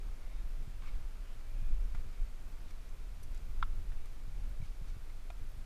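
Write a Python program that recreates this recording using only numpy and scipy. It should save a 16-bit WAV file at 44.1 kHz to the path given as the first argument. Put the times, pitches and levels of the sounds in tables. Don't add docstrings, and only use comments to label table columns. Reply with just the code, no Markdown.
import sys
import numpy as np
from scipy import signal
from scipy.fft import rfft, irfft, next_fast_len
from scipy.io import wavfile
from scipy.ndimage import uniform_filter1d, map_coordinates

SR = 44100
rng = np.random.default_rng(int(sys.argv[2]) if len(sys.argv) > 2 else 0)


def master_out(mix):
    frames = np.transpose(np.atleast_2d(mix))
    ceiling = np.clip(frames, -1, 1)
    pcm = np.round(ceiling * 32767).astype(np.int16)
    wavfile.write(sys.argv[1], SR, pcm)


N = 249165

# start in seconds, level in dB.
KNOCK_HITS = [(3.6264, -21.3), (3.6345, -41)]
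# pitch in Hz, level in dB, 60 dB decay time in seconds, swell in seconds.
HOLLOW_MODES = [(1117, 5.5, 0.011, 0.0016), (1314, 6.5, 0.014, 0.00091), (1320, -54, 0.37, .002),
                (1500, -16, 0.013, 0.0017), (1814, -15.5, 0.016, 0.00015), (2140, -15, 0.021, 0.0014),
                (2260, -20, 0.025, 0.0016), (2830, -33, 0.067, 0.00023), (3200, -20, 0.022, 0.0002),
                (3450, -17, 0.024, 0.00068), (3740, -19, 0.023, 0.00033), (4160, -24, 0.0086, .0001),
                (4970, -32.5, 0.033, 0.00011), (6000, -35, 0.012, .0001)]
# start in seconds, level in dB, crunch share 0-1, crunch tilt in dB/octave.
SPUR_TAPS = [(1.9475, -42.5, .75, -4), (1.9525, -44, .65, -2), (2.706, -51.5, .9, 2.5),
             (3.918, -47.5, .9, -5), (4.0563, -52, .9, 4), (5.3018, -34.7, .14, -.5),
             (5.3075, -46.5, .35, -4)]
# pitch in Hz, level in dB, 60 dB decay time in seconds.
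SPUR_MODES = [(710, 2, .03), (960, -13, .02), (1220, -7, .024), (1410, -8, .04), (2180, -10.5, .022),
              (2440, -7.5, .034), (3250, -14, .022), (3640, -7.5, .018), (4300, -16, .016),
              (6770, -15, .018)]
# start in seconds, level in dB, ring share 0-1, pitch multiple,
# click tilt in dB/octave.
BUCKLE_TICKS = [(2.89, -58, .1, 1, 0), (3.2285, -51, .6, 1, 0), (3.2315, -45.5, .78, 1, 1),
                (3.234, -47, .8, 1, 1), (3.3448, -47.8, .38, 1.08, -3.5), (3.3748, -50, .3, .85, -4)]
# pitch in Hz, level in dB, 60 dB decay time in seconds.
BUCKLE_MODES = [(4370, -10, .03), (5930, -4.5, .038), (8900, -10, .022), (9380, -1, .026), (9700, -4, .024),
                (11340, -5, .032), (12330, -9, .025)]
# start in seconds, level in dB, dry rub share 0-1, pitch in Hz.
HOOK_CLINKS = [(.866, -52, .15, 2200), (.879, -53, .15, 2280), (.888, -52, .15, 2200),
               (2.679, -58, .3, 2350), (2.707, -51, .35, 2250), (4.057, -52.5, .3, 2100),
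               (4.615, -52, .2, 2320), (4.634, -51.5, .2, 2220), (4.8984, -50.5, .25, 2270),
               (5.0995, -50, .16, 2130)]
# multiple of its pitch, level in dB, 60 dB decay time in seconds.
HOOK_MODES = [(1, 0, .045), (1.07, -7, .03), (1.7, -8, .035), (2.35, -12, .02)]
# middle and half-width in seconds, level in dB, tone centre in Hz.
STRAP_SCUFFS = [(.832, .008, -65, 2900), (.836, .01, -62, 1080), (.861, .016, -62, 1300),
                (.874, .015, -61.5, 2150), (.876, .014, -66.5, 3700), (.935, .025, -69, 2500),
                (1.98, .04, -72, 3000), (2.14, .015, -70, 2800), (2.696, .019, -68.5, 3800),
                (3.36, .025, -71, 3400), (4.665, .02, -67, 4500), (4.888, .022, -69, 5300),
                (5.1, .006, -66.5, 2900)]
# middle in seconds, peak in dB, pitch in Hz, hardness 0-1.
HAND_BUMPS = [(0.679, -35.3, 82, .14), (1.627, -39, 112, .1), (1.71, -44.5, 180, 0),
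              (1.948, -38.5, 92, .16), (1.956, -48, 190, .3), (3.213, -44, 70.4, 0), (3.499, -42, 74, .05),
              (4.279, -42.5, 84.5, 0), (4.604, -35, 91, .03), (4.628, -34.5, 88, .04),
              (4.818, -39.5, 106, 0), (4.968, -38.5, 86, .2), (5.42, -35.5, 61.7, 0)]
# middle and half-width in seconds, rise over the calm in dB.
AIR_PUFFS = [(0.078, 0.016, 10), (0.493, 0.12, 6), (0.957, 0.062, 9.5), (1.72, 0.12, 13), (1.99, 0.047, 9),
             (2.222, 0.027, 9.5), (3.319, 0.019, 9), (3.655, 0.12, 10), (3.977, 0.06, 8),
             (4.477, 0.16, 4.5), (4.875, 0.016, 9.5), (5.43, 0.014, 12)]
# middle and half-width in seconds, level in dB, pitch in Hz,
# glide in Hz per second, waver in Hz.
FAR_WHISTLES = [(0.3, 0.079, -74, 2180, 196, 120), (.36, .05, -77, 3760, -600, 80.4),
                (1.3, 0.06, -73.5, 2950, -1000, 280), (1.5, 0.06, -73, 2340, 900, 70),
                (1.66, 0.075, -73, 2460, -500, 65), (2.222, 0.1, -75, 2260, -700, 110)]
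# frequency in Hz, relative level in dB.
BARK_SPECTRUM = [(300, -56), (800, -1.5), (1200, 7.5), (1700, -2.5), (2200, 2), (3000, -6.5), (3800, -5),
                 (6000, -9), (12000, -20)]
DAMPED_METAL_SPECTRUM = [(1000, -19), (3000, -7), (5500, 4), (8000, 1.5), (11000, -2), (15000, -27)]
BUFFET_SPECTRUM = [(5, -21.5), (12, -3), (20, 2), (30, -4.5), (38, -4), (48, -18), (60, -22.5), (80, -37.5),
                   (150, -62), (400, -100)]
GRIP_SPECTRUM = [(25, -21.5), (55, 1.5), (75, 0), (110, -5.5), (160, -12.5), (250, -19.5), (450, -28),
                 (1000, -50)]
HUSH_SPECTRUM = [(60, -4), (200, 5), (400, 2.5), (700, 0.5), (1000, -2.5), (1350, -1), (1800, -5.5),
                 (2350, -4.5), (3000, -9.5), (5000, -14.5), (10000, -26)]
HISS_SPECTRUM = [(100, 0), (1000, 3.5), (4000, 2.5), (7000, 0.5), (10000, -1.5), (13000, -3), (15000, -9)]
FIZZ_SPECTRUM = [(3000, -22), (9000, -10), (12500, -3), (14500, 0), (16000, -6)]

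CALM_DB = -40
GRIP_DB, GRIP_RISE_DB_PER_S = -59, 0.47
HUSH_DB, HUSH_FADE_DB_PER_S = -63, 0.29
GRIP_FOLLOWS, HUSH_FOLLOWS = 0.42, 0.071
EDGE_MULTIPLE = 3.1
FIZZ_DB, FIZZ_FIRST_S, FIZZ_PERIOD_S, FIZZ_GAP_S, FIZZ_HALF_S = -72, .485, 1.002, .025, .005
TOP_HZ = 15250


def knock():
    out, t = np.zeros(N), np.arange(SR // 5) / SR
    body = sum(amp(db) * fade(t, t60) * swell(t, swell_s) * np.sin(2 * np.pi * hz * t)
               for hz, db, t60, swell_s in HOLLOW_MODES)
    body /= np.abs(body).max()
    for start, db in KNOCK_HITS:
        crack = amp(-38) * fade(t, .016) * noise(BARK_SPECTRUM, size=len(t))
        add(out, start, amp(db) * (body + crack))
    low_cut = signal.butter(6, 840, "high", fs=SR, output="sos")
    return signal.sosfilt(low_cut, out)


def spurs():
    out, t = np.zeros(N), np.arange(SR // 10) / SR
    attack = swell(t, .0009)
    for start, db, crunch_share, tilt_db in SPUR_TAPS:
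        crunch = amp(-2) * fade(t, .028) * noise(BARK_SPECTRUM, tilt_db, size=len(t))
        tap = (1 - crunch_share) * ring(SPUR_MODES, t) + crunch_share * crunch
        add(out, start, amp(db) * attack * tap)
    return out


def buckles():
    out, t = np.zeros(N), np.arange(SR // 10) / SR
    attack = 1 - np.exp(-t / .0012)
    for start, db, ring_share, multiple, tilt_db in BUCKLE_TICKS:
        modes = [(multiple * hz, level, t60) for hz, level, t60 in BUCKLE_MODES]
        click = fade(t, .022) * noise(DAMPED_METAL_SPECTRUM, tilt_db, size=len(t))
        tick = ring_share * ring(modes, t) + (1 - ring_share) * click
        add(out, start, amp(db) * attack * tick)
    return out


def snap_hook():
    out, t = np.zeros(N), np.arange(SR // 10) / SR
    attack = 1 - np.exp(-t / .0012)
    for start, db, rub_share, hz in HOOK_CLINKS:
        modes = [(multiple * hz, level, t60) for multiple, level, t60 in HOOK_MODES]
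        rub = fade(t, .035) * noise(DAMPED_METAL_SPECTRUM, tilt_db=-4, size=len(t))
        clink = (1 - rub_share) * ring(modes, t) + rub_share * rub
        add(out, start, amp(db) * attack * clink)
    return out


def strap():
    out, t = np.zeros(N), np.arange(N) / SR
    for middle, half, db, centre_hz in STRAP_SCUFFS:
        colour = [(hz, level - 7 * abs(np.log2(hz / centre_hz))) for hz, level in BARK_SPECTRUM]
        catches = unit(amp(3.3 * wobble(260)))
        out += amp(db) * bell(t - middle, half) * catches * noise(colour)
    return out


def hand():
    t = np.arange(N) / SR
    grip_db = GRIP_DB + GRIP_RISE_DB_PER_S * t + GRIP_FOLLOWS * breeze_db() + 2.23 * wobble(14)
    out = amp(grip_db) * noise(GRIP_SPECTRUM)
    for middle, db, hz, hardness in HAND_BUMPS:
        thud = push(t - middle, hz)
        edge = push(t - middle, EDGE_MULTIPLE * hz)
        out += amp(db) * ((1 - hardness) * thud + hardness * edge)
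    return out


def air_rumble():
    eddies = noise(BUFFET_SPECTRUM)
    running_rms = np.sqrt(np.abs(uniform_filter1d(eddies ** 2, size=SR // 8)))
    return amp(CALM_DB + breeze_db()) * eddies / running_rms


def breeze_db():
    t = np.arange(N) / SR
    return sum(db * bell(t - middle, half) for middle, half, db in AIR_PUFFS)


def hush_and_hiss():
    drift_db = .35 * wobble(7)
    hush_db = HUSH_DB - HUSH_FADE_DB_PER_S * np.arange(N) / SR + HUSH_FOLLOWS * breeze_db()
    return amp(hush_db + drift_db) * noise(HUSH_SPECTRUM) + amp(-69) * noise(HISS_SPECTRUM)


def whistles():
    out, t = np.zeros(N), np.arange(N) / SR
    for middle, half, db, hz, glide, waver in FAR_WHISTLES:
        pitch = hz + glide * (t - middle) + waver * wobble(400)
        tone = unit(np.sin(2 * np.pi * np.cumsum(pitch) / SR))
        out += amp(db) * bell(t - middle, half) * tone
    return out


def fizz():
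    t = np.arange(N) / SR
    starts = np.arange(FIZZ_FIRST_S, N / SR, FIZZ_PERIOD_S)
    flicks = sum(bell(t - start - lag, FIZZ_HALF_S) for start in starts for lag in (0, FIZZ_GAP_S))
    return amp(FIZZ_DB) * flicks * noise(FIZZ_SPECTRUM)


def yard_echo(sound):
    t = np.arange(SR // 2) / SR
    tail = fade(t, t60=0.31) * rng.standard_normal(len(t))
    return signal.fftconvolve(sound, tail / np.linalg.norm(tail))[:N]


def ring(modes, t):
    partials = sum(amp(db + rng.normal()) * fade(t, t60) * np.sin(2 * np.pi * (hz * t + rng.random()))
                   for hz, db, t60 in modes)
    return partials / np.abs(partials).max()


def push(t, hz):
    spread = (np.pi * hz * t) ** 2
    return (1 - 2 * spread) * np.exp(-spread)


def noise(spectrum, tilt_db=0, size=N):
    fft_size = next_fast_len(size)
    octave = np.log2(np.fft.rfftfreq(fft_size, 1 / SR) + 1)
    hz, db = np.transpose(spectrum)
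    gain = amp(np.interp(octave, np.log2(hz), db) + tilt_db * octave)
    white = rfft(rng.standard_normal(fft_size))
    return unit(irfft(white * gain, fft_size)[:size])


def wobble(rate):
    knots = rng.standard_normal(int(N * rate / SR) + 4)
    return map_coordinates(knots, [np.arange(N) * rate / SR])


def swell(t, rise_s):
    return 1 - np.exp(-(t / rise_s) ** 2)


def bell(t, half):
    return np.exp(-(t / half) ** 2 / 2)


def fade(t, t60):
    return np.exp(-np.log(1000) * t / t60)


def amp(db):
    return 10 ** (np.asarray(db) / 20)


def unit(x):
    return x / np.sqrt(np.mean(x ** 2) + 1e-20)


def add(track, start_s, sound):
    part = track[round(start_s * SR):][:len(sound)]
    part += sound[:len(part)]


def scene():
    gear = knock() + spurs() + buckles() + snap_hook() + strap()
    echo = amp(-27) * yard_echo(gear)
    rumble = hand() + air_rumble()
    bed = hush_and_hiss() + whistles() + fizz()
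    return (gear + echo + rumble + bed)[None]


def record(dry):
    fft_size = next_fast_len(N + SR // 2)
    passband = np.fft.rfftfreq(fft_size, 1 / SR) < TOP_HZ
    return irfft(rfft(dry, fft_size) * passband, fft_size)[:, :N]


dry = scene()
out = record(dry)
master_out(out)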